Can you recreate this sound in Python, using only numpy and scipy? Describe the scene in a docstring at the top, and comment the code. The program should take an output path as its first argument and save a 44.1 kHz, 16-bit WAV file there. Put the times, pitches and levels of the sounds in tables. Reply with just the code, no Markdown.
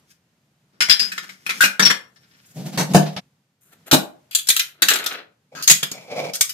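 """Impact and friction in a small hard kitchen

A dishwasher's wire rack is shoved in and clatters, and its door swings up and thuds shut. After a cut, china
plates are lifted off a steel drainer and glass saucers slide and clink on a stone counter. Impacts are bursts
of noisy force that excite dense and clear modes; friction is uneven noise coloured by the body.
The room adds a diffuse tail over an unsteady hum, heard through the two microphone ports of a phone."""
import sys
import numpy as np
from scipy import signal
from scipy.fft import rfft, irfft
from scipy.io import wavfile
from scipy.ndimage import uniform_filter1d

SR = 44100
rng = np.random.default_rng(int(sys.argv[2]) if len(sys.argv) > 2 else 0)


def master(y):
    """Save y as 16-bit WAV."""
    cut = np.clip(np.atleast_2d(y).T, -1, 1)
    pcm = np.round(cut * 32767)  # scale
    wavfile.write(sys.argv[1], SR, pcm.astype(np.int16))


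N = 287973
BLOCK = 1 << 14  # samples given to one blow

# Impacts, levels ahead of room and phone: (time [s], peak level at 1-6 kHz [dB],
# level below 1 kHz relative to that peak [dB], pitch favoured by the contact [Hz], chatter before decay [s])
RACK_BLOWS = [(0.8055, -8, -19.5, 2250, 0.02), (0.886, -20, -12, 2080, 0.0044),
              (0.897, -2, -53, 5050, 0.0038), (0.9083, -6, -21, 3500, 0.016),
              (0.9949, -10.5, -26, 5010, 0.013), (1.0197, -18, -14, 5180, 0.011),
              (1.1172, -22, -43, 1530, 0.005), (1.1787, -19.5, -19.5, 1984, 0.0052),
              (1.238, -35, -12, 1510, 0.003), (1.2917, -30.5, -17.5, 2200, 0.0032),
              (1.4641, -17, -19.5, 2520, 0.0025), (1.493, -13.5, -16, 2560, 0.015),
              (1.6065, -2.5, -33, 1500, 0.024), (1.6374, -3.5, -15, 2598, 0.014),
              (1.7948, -5.5, -10.5, 1700, 0.0082), (1.8250, -7, -8.5, 5680, 0.0098),
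              (1.8520, -2.5, -16.5, 5570, 0.022), (1.8995, -8.5, -13.5, 1770, 0.011),
              (2.16, -48.5, -13, 3630, 0.014)]
DOOR_BLOWS = [(2.7742, -18.5, 3.5, 193, 0.035), (2.7974, -28, 3, 185, 0.0063),
              (2.935, -25, -0.5, 123, 0.0059), (2.9458, -13, 14, 154, 0.014),
              (3.1639, -25, -2, 2770, 0.0054)]
PLATE_BLOWS = [(3.9128, -8, -12, 1450, 0.0085), (3.928, -6, 3, 3980, 0.017),
               (4.3106, -34.5, -21, 2500, 0.028), (4.349, -11, -39, 7470, 0.0059),
               (4.386, -23, -51, 3350, 0.0091), (4.4703, -26.5, -25, 5600, 0.0044),
               (4.4865, -9, -46, 8630, 0.0043), (4.5005, -7.5, -52, 3540, 0.0026),
               (4.5643, -11.5, -42, 3274, 0.001), (4.5947, -11.5, -58, 2510, 0.0044),
               (4.8204, -6, -16.5, 1660, 0.011), (4.8846, -5.5, -49.5, 1310, 0.0015),
               (4.8994, -13.5, -20.5, 3860, 0.016), (4.934, -18.5, -27.5, 7040, .004),
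               (4.9562, -17, -41, 1404, 0.0045), (4.9865, -27, -21, 3900, 0.0026),
               (5.0400, -26.5, -21.5, 2470, .003), (5.061, -15, -14.5, 1320, 0.008),
               (5.124, -33.5, -10, 1500, .003)]
GLASS_BLOWS = [(5.5513, -31, -4.5, 1520, 0.066), (5.6236, -22.5, -30, 5100, 0.019),
               (5.676, -4.5, -32, 6800, 0.0052), (5.6978, -2.5, -24.5, 7200, 0.0082),
               (5.7107, -4.5, -19, 7700, 0.0015), (5.8291, -13, -13.5, 3400, 0.0064),
               (5.914, -25.5, -5, 7240, 0.0026), (6.335, -23, -38, 5450, 0.014),
               (6.353, -23.5, -34, 8700, 0.0018), (6.4094, -7.5, -59, 8600, 0.001),
               (6.493, -25, -43, 5300, 0.014)]

# Rolling and sliding strokes: (start of full loudness [s], swell [s], hold [s], fade [s],
# level at 1-6 kHz [dB], relative level below 1 kHz [dB], relative level above 6 kHz [dB]);
# levels are at full loudness, for bands of unit rms, ahead of room and phone
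RACK_ROLL = [(.106, 0.036, 0.0046, 0.04, -55.5, -29, 1), (.75, 0.045, 0.013, 0.13, -69, 5.5, -20),
             (1.04, 0.0063, 0.0039, 0.37, -39, -9.5, -3.5), (1.59, 0.15, 0.03, 0.0046, -43, -6, -0.5),
             (2.22, 0.043, 0.58, 0.051, -60.5, -12, -26)]
DOOR_SWING = [(2.575, 0.032, 0.12, 0.16, -53.5, 18.5, -15), (2.765, 0.14, 0.0022, 0.0038, -38.5, 9.1, -4),
              (2.87, 0.058, 0.059, 0.0043, -47, 15.8, -2), (3.02, 0.0046, .005, 0.14, -35, 4.6, -14.5)]
PLATE_SLIDE = [(3.732, 0.059, .005, 0.035, -57, -4, -4.5), (3.865, 0.0051, 0.012, 0.072, -47.5, -1.5, 2),
               (3.61, 0.0035, 0.12, 0.12, -73.5, -8, 14.5), (4.9, 0.0027, 0.019, 0.14, -19, -12.5, -11),
               (5.17, 0.26, 0.0039, 0.043, -34.5, -8, -23.5)]
GLASS_SLIDE = [(5.52, 0.0053, 0.02, 0.069, -60.5, 12.5, -10), (5.94, 0.027, 0.035, 0.14, -43, -1.5, -14),
               (6.09, 0.021, 0.061, 0.02, -43, 4.1, -29), (6.18, 0.093, 0.12, 0.022, -37, 5.9, -11.5)]
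SWELL_DB = 20  # middle-band change over one swell or fade time

# Clear modes of each body when struck: (frequency [Hz], relative level [dB], decay by 60 dB [s])
RACK_MODES = [(1480, -8, .08), (1776, -2, .14), (2089, -6, .06), (2513, -6, .03), (3330, -8, .025),
              (4982, 0, .17), (5127, -4, .2), (5454, -2, .14), (5572, 0, .19), (5755, -3, .13)]
DOOR_MODES = [(154, 3, .2), (196, -1, .25), (221, -5, .25), (323, -12, .2), (616, -9, .15), (720, -10, .15)]
PLATE_MODES = [(323, -16, .1), (720, -20, .07), (1450, -6, .025), (3330, -5, .04), (3830, -3, .06),
               (4086, 3, .1), (7300, -3, .06), (9160, -3, .07), (12330, 0, .05), (12800, 2, .06),
               (13340, 0, .04)]
GLASS_MODES = [(690, -14, .06), (1550, -10, .03), (2300, -4, .05), (3400, -4, .05), (5250, -6, .08),
               (6580, -1, .1), (7219, 0, .06), (13230, -3, .06)]

# Dense modes blurred into a colour: (frequency [Hz], relative spectral level [dB per Hz])
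RACK_BODY = [(80, -38.5), (192, -3.5), (797, -27.5), (1470, 2), (4700, -0.5), (6250, -2.5), (13700, -11)]
DOOR_BODY = [(60, -47), (151, 0.5), (230, -4.5), (390, -14.5), (720, -13), (1100, -26), (4730, -23),
             (13400, -34.5)]
PLATE_BODY = [(130, -8), (310, -6), (482, -18), (699, -11.5), (950, -20), (1500, -5), (4000, 4),
              (5240, -1.5), (8700, -4.5), (10600, -10), (13200, -8.5)]
GLASS_BODY = [(80, -36), (145, -2), (387, -18), (715, -37), (1320, -12.5), (5850, -5), (6670, 6),
              (13400, 2)]
DRAINER_BODY = [(150, -32.5), (316, -11), (1020, -16.5), (1330, 0.5), (2600, -2), (5360, -14.5),
                (13200, -18)]
COUNTER_BODY = [(100, -15), (149, -9.5), (387, -15.5), (480, -2.5), (720, -7), (1000, -18.5), (1750, -28),
                (2050, -19), (2310, -11.5), (2800, -24), (5600, -22.5), (14500, -28)]

# How an impact follows its pitch: (level above 6 kHz at the middle pitch, relative to 1-6 kHz [dB],
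# its slope [dB per octave], ring level at the middle pitch [dB], its slope [dB per octave])
RACK_LAW = (-11.5, -1.7, -3.5, 8)
DOOR_LAW = (-15.5, -3.5, -3, 1.5)
PLATE_LAW = (1, 2.5, -11.5, 0.3)
GLASS_LAW = (-4, 6, -17.5, 3)
MIDDLE_HZ = 3500

# Colour of the background hum: (frequency [Hz], relative spectral level [dB per Hz])
HUM_COLOUR = [(18, -60), (30, -38.5), (147, -5.5), (274, -18), (346, -22), (1090, -27.5), (1440, -27),
              (7060, -34), (15000, -42.5)]
# Slow changes of the hum, added to its base level: (time [s], level [dB])
HUM_SWELL = [(0, 15), (.15, 8.5), (3.2, 15), (3.3, 9), (3.6, 4), (3.8, 16), (5.3, 6.5), (6.53, 14)]
HUM_DB = -74.5  # base rms level, ahead of the swell

# Decay of the diffuse tail: (frequency [Hz], decay by 60 dB [s])
ROOM_T60 = [(100, 0.13), (500, 0.41), (2000, 0.26), (6000, 0.21), (14000, 0.22)]
# Standing waves, scaled along with the tail by ROOM_DB: (frequency [Hz], relative level [dB], decay by 60 dB [s])
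ROOM_BOOM = [(154., -46, .2), (195., -43, .25)]
ROOM_DB = -9.5

# Treble response of the microphone ports: (frequency [Hz], gain [dB])
PORT_TREBLE = [(7700, 0), (8400, -5), (9100, 2.5), (10800, -5), (11800, 2), (13800, 2), (14500, -12),
               (15500, -11.5)]
TOP_HZ = 15600  # upper limit of the phone
CUT_S, CUT_FADE_S = 3.19, 0.018  # start and length of the fade at the cut


def undb(db):
    """Definition of the decibel: amplitude is ten to the power of level over 20."""
    return 10 ** (np.asarray(db) / 20)


def colour(table, hz):
    """Spectral envelope: the second column, interpolated on a log-frequency axis."""
    frequency, value = np.array(table)[:, 0], np.array(table)[:, 1]
    return np.interp(np.log(hz + 1), np.log(frequency), value)


def thirds(hz):
    """Band splitting: soft middle, low and high bands; the low band falls away steeply below about 120 Hz."""
    below_1k = 1 / (1 + (hz / 1000) ** 8)
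    radiation = hz ** 8 / (hz ** 8 + 120.0 ** 8)
    low = below_1k * radiation
    high = 1 - 1 / (1 + (hz / 6000) ** 16)
    middle = (hz > 300) * (1 - low - high)
    return np.array([middle, low, high])


def resonate(modes, hz):
    """Modal resonance: each mode answers an impulse as a decaying sine that starts at its listed level."""
    f, db, t60 = np.transpose(modes)[:, :, None]
    s = 2j * np.pi * hz + np.log(1000) / np.maximum(t60, 0.01)
    omega = 2 * np.pi * f
    return undb(db) * omega / (s * s + omega ** 2)


def gritty(shape, scatter_db):
    """Random contact: noise from micro-contacts of very uneven size."""
    size = np.minimum(rng.exponential(size=shape[-1]), 5)
    return rng.standard_normal(shape) * undb(scatter_db * size)


def ports(spectra, hz, lag_ms, alike, pan_db=0):
    """Interaural coherence: two draws are shared in the bass and partly unrelated above.
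    The left lags by lag_ms and, above the bass, is pan_db louder; negative values reverse this."""
    share = 1 - (1 - np.clip(alike, 0, 1)) * np.minimum(hz / 1200, 1) ** 2
    mid = np.sqrt((1 + share) / 2) * spectra[0]
    side = np.sqrt((1 - share) / 2) * spectra[1]
    turn = np.exp(-1j * np.pi * hz * lag_ms / 1000)  # half the lag on each port
    turn = turn * undb(pan_db / 2 * np.minimum(hz / 700, 1))
    turn = turn * undb(0.32 * np.minimum(hz / 10000, 1) ** 2)  # the left port is the brighter
    return np.array([(mid + side) * turn, (mid - side) / turn])


def hum():
    """Filtered noise: a low rumble of wavering level under faint hiss, swelling slowly."""
    hz, t = np.fft.rfftfreq(N, 1 / SR), np.arange(N) / SR
    noise = ports(rfft(rng.standard_normal((2, N))), hz, 0, 0.13) * undb(colour(HUM_COLOUR, hz))
    waver_db = 0.83 * np.interp(t, np.arange(64) / 9, rng.standard_normal(64))  # 9 points a second
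    low = 1 / (1 + (hz / 330) ** 8)
    rumble = irfft(noise * low, N) * undb(waver_db)
    hiss = irfft(noise * (1 - low), N)
    out = rumble + hiss
    return out / out.std() * undb(HUM_DB + np.interp(t, *np.transpose(HUM_SWELL)))


def rub(rows, body, modes, ring_db, lag_ms, pan_db, grit_db, bass_follows, treble_follows):
    """Friction: small uneven slips excite the body, while contact damps the clear modes to a tint.
    As the pressure eases, bass and treble follow the loss in dB by their own share."""
    hz, t = np.fft.rfftfreq(N, 1 / SR), np.arange(N) / SR
    judder = undb(4.5 * np.interp(t, np.arange(400) / 60, rng.standard_normal(400)))  # 60 points a second
    force = rfft(gritty((2, N), grit_db) * judder)
    slips = ports(force, hz, lag_ms, 0.55, pan_db) * undb(colour(body, hz))
    damped = np.array(modes) * [1, 1, 0.3]
    tint = abs(resonate(damped, hz)).sum(axis=0)
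    slips = slips * (1 + undb(ring_db) * tint / tint.max())
    gain = 0
    for s, swell_s, hold_s, fade_s, db, low_db, high_db in rows:
        before = np.maximum(s - t, 0) / swell_s
        after = np.maximum(t - s - hold_s, 0) / fade_s
        loss = SWELL_DB * (before + after)
        level = db + np.array([[0], [low_db], [high_db]])
        gain = gain + undb(level - np.outer([1, bass_follows, treble_follows], loss))
    parts = irfft(slips * thirds(hz)[:, None], N)
    parts = parts / parts.std(axis=(1, 2), keepdims=True)
    return np.sum(parts * uniform_filter1d(gain, size=300)[:, None], axis=0)


def crowd(body, hz, count, t60):
    """Modal density: many brief modes of touching pieces, drawn anew at each blow, under the body's colour."""
    f = 900 * 2 ** (4 * rng.random(count))  # four octaves
    modes = np.c_[f, rng.normal(0, 4, count), np.full(count, t60)]
    response = resonate(modes, hz).sum(axis=0)
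    return undb(colour(body, hz)) * (1 + 0.7 * response / np.sqrt(np.mean(abs(response) ** 2)))


def blows(rows, law, modes, body, lag_ms, pan_db, die_s, reach_oct, detune, far_db):
    """Impact excitation: a briefly chattering force shakes the dense body and rings modes near its pitch.
    die_s is the decay constant of the force; modes reach_oct away ring 12 dB weaker, far_db at most."""
    out, t, hz = np.zeros((2, N + BLOCK)), np.arange(BLOCK) / SR, np.fft.rfftfreq(BLOCK, 1 / SR)
    bands, modes = thirds(hz), np.array(modes)
    for s, db, low_db, pitch, chatter_s in rows:
        octaves = np.log2(pitch / MIDDLE_HZ)
        high_db, ring_db = law[0] + law[1] * octaves, law[2] + law[3] * octaves

        push = (1 - np.exp(-t / 0.00092)) * np.exp(-np.maximum(t - chatter_s, 0) / die_s)
        push = push * (1 + 0.25 * np.exp(-t / 0.0022))  # extra weight on the first touch
        force = rfft(gritty((2, BLOCK), 4) * push)

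        dense = crowd(body, hz, count=40, t60=0.023)
        dense = dense * undb(6.0 * np.exp(-(np.log2((hz + 1) / pitch) / 0.22) ** 2))
        # a small hard contact hardly moves the body far below its pitch
        dense = dense * undb(-6.0 * np.clip(np.log2(pitch / (hz + 1)) - 0.7, 0, 2))

        # neighbours that touch shift the modes a little from blow to blow
        shift = 1 + detune * rng.standard_normal(len(modes))
        shifted = modes * np.c_[shift, np.ones((len(modes), 2))]
        distance = np.log2(modes[:, 0] / pitch) / reach_oct
        ring = undb(-np.minimum(12 * distance ** 2, far_db)) @ resonate(shifted, hz)
        ring = ring * np.sqrt(np.sum(abs(dense) ** 2) / np.sum(abs(ring) ** 2))

        # the first touch starts the ring, the chatter roughens it
        ring_force = np.sqrt(np.mean(abs(force) ** 2)) + 0.5 * force
        struck = force * dense + ring_force * undb(ring_db) * ring
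        parts = irfft(ports(struck, hz, lag_ms, 0.3, pan_db) * bands[:, None])
        power = uniform_filter1d(np.mean(parts ** 2, axis=1), size=128)
        peaks = np.sqrt(2 * power.max(axis=1))  # peak of the smoothed envelope
        sound = np.tensordot(undb(db + np.array([0, low_db, high_db])) / peaks, parts, 1)
        i = int(s * SR)
        out[:, i:i + BLOCK] += sound * np.clip(4 * (0.9 - t / t[-1]), 0, 1)  # fade the end of the block
    return out[:, :N]


def rack():
    """Rolling and wire resonance: the rack rolls in and its struck wires ring in narrow clear modes."""
    clatter = blows(RACK_BLOWS, RACK_LAW, RACK_MODES, RACK_BODY, lag_ms=0.25, pan_db=2.5,
                    die_s=0.012, reach_oct=0.06, detune=0.001, far_db=40)
    roll = rub(RACK_ROLL, RACK_BODY, RACK_MODES, ring_db=5.8, lag_ms=0.3, pan_db=2.5,
               grit_db=4.5, bass_follows=0.89, treble_follows=1.0)
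    return clatter + roll


def room(dry):
    """Reverberation: a diffuse tail unrelated at the two ports, and two standing waves with the same response at both."""
    hz, t, cells = signal.stft(rng.standard_normal((2, SR // 2)), SR, nperseg=256)
    decay_db = -60 * t / colour(ROOM_T60, hz)[:, None]
    tail = signal.istft(cells * undb(decay_db), SR)[1]
    t = np.arange(tail.shape[1]) / SR
    tail = tail * (1 - np.exp(-t / 0.0098))  # the diffuse field builds up
    boom = sum(undb(db - 60 * t / t60) * np.sin(2 * np.pi * f * t) for f, db, t60 in ROOM_BOOM)
    response = tail / np.linalg.norm(tail[0]) + boom
    return dry + undb(ROOM_DB) * signal.fftconvolve(dry, response, axes=1)[:, :N]


def door():
    """Panel resonance: the door swings with a low rumble and thuds in its low modes."""
    thuds = blows(DOOR_BLOWS, DOOR_LAW, DOOR_MODES, DOOR_BODY, lag_ms=0.038, pan_db=0.3,
                  die_s=0.021, reach_oct=3.0, detune=0, far_db=13)
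    swing = rub(DOOR_SWING, DOOR_BODY, DOOR_MODES, ring_db=3, lag_ms=0.058, pan_db=0.3,
                grit_db=1.106, bass_follows=1.0, treble_follows=0.36)
    return thuds + swing


def plates():
    """Impact and friction of china: plates knock together and scrape on the steel drainer's body."""
    knocks = blows(PLATE_BLOWS, PLATE_LAW, PLATE_MODES, PLATE_BODY, lag_ms=-0.27, pan_db=1.3,
                   die_s=0.01, reach_oct=0.44, detune=0.008, far_db=11.8)
    slide = rub(PLATE_SLIDE, DRAINER_BODY, PLATE_MODES, ring_db=6.6, lag_ms=-0.091, pan_db=2.5,
                grit_db=4.5, bass_follows=0.83, treble_follows=1.73)
    return knocks + slide


def glass():
    """Impact and friction of glass: stacked saucers clink and slide on the stone counter's body."""
    clinks = blows(GLASS_BLOWS, GLASS_LAW, GLASS_MODES, GLASS_BODY, lag_ms=-0.091, pan_db=0.48,
                   die_s=0.0091, reach_oct=0.39, detune=0.0096, far_db=17)
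    slide = rub(GLASS_SLIDE, COUNTER_BODY, GLASS_MODES, ring_db=3.7, lag_ms=-0.12, pan_db=0.47,
                grit_db=3.7, bass_follows=0.95, treble_follows=0.6)
    return clinks + slide


def scene():
    """Superposition: rack and door with their reverberation end at the cut; plates, glass and hum add."""
    dishwasher = room(rack() + door())
    dishes = room(plates() + glass())
    t = np.arange(N) / SR
    before_cut = np.clip((CUT_S + CUT_FADE_S - t) / CUT_FADE_S, 0, 1)
    return dishwasher * before_cut + dishes + hum()


def record(dry):
    """Transducer response: the ports colour the treble; the phone clips peaks, drops deep bass and cuts the top."""
    port_gain = undb(colour(PORT_TREBLE, np.fft.rfftfreq(N, 1 / SR)))
    heard = np.clip(irfft(rfft(dry) * port_gain, N), -1, 1)
    heard = signal.sosfilt(signal.butter(1, 60, "high", fs=SR, output="sos"), heard)
    return signal.sosfilt(signal.ellip(8, 0.2, 60, TOP_HZ, fs=SR, output="sos"), heard)


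dry = scene()
out = record(dry)
master(out)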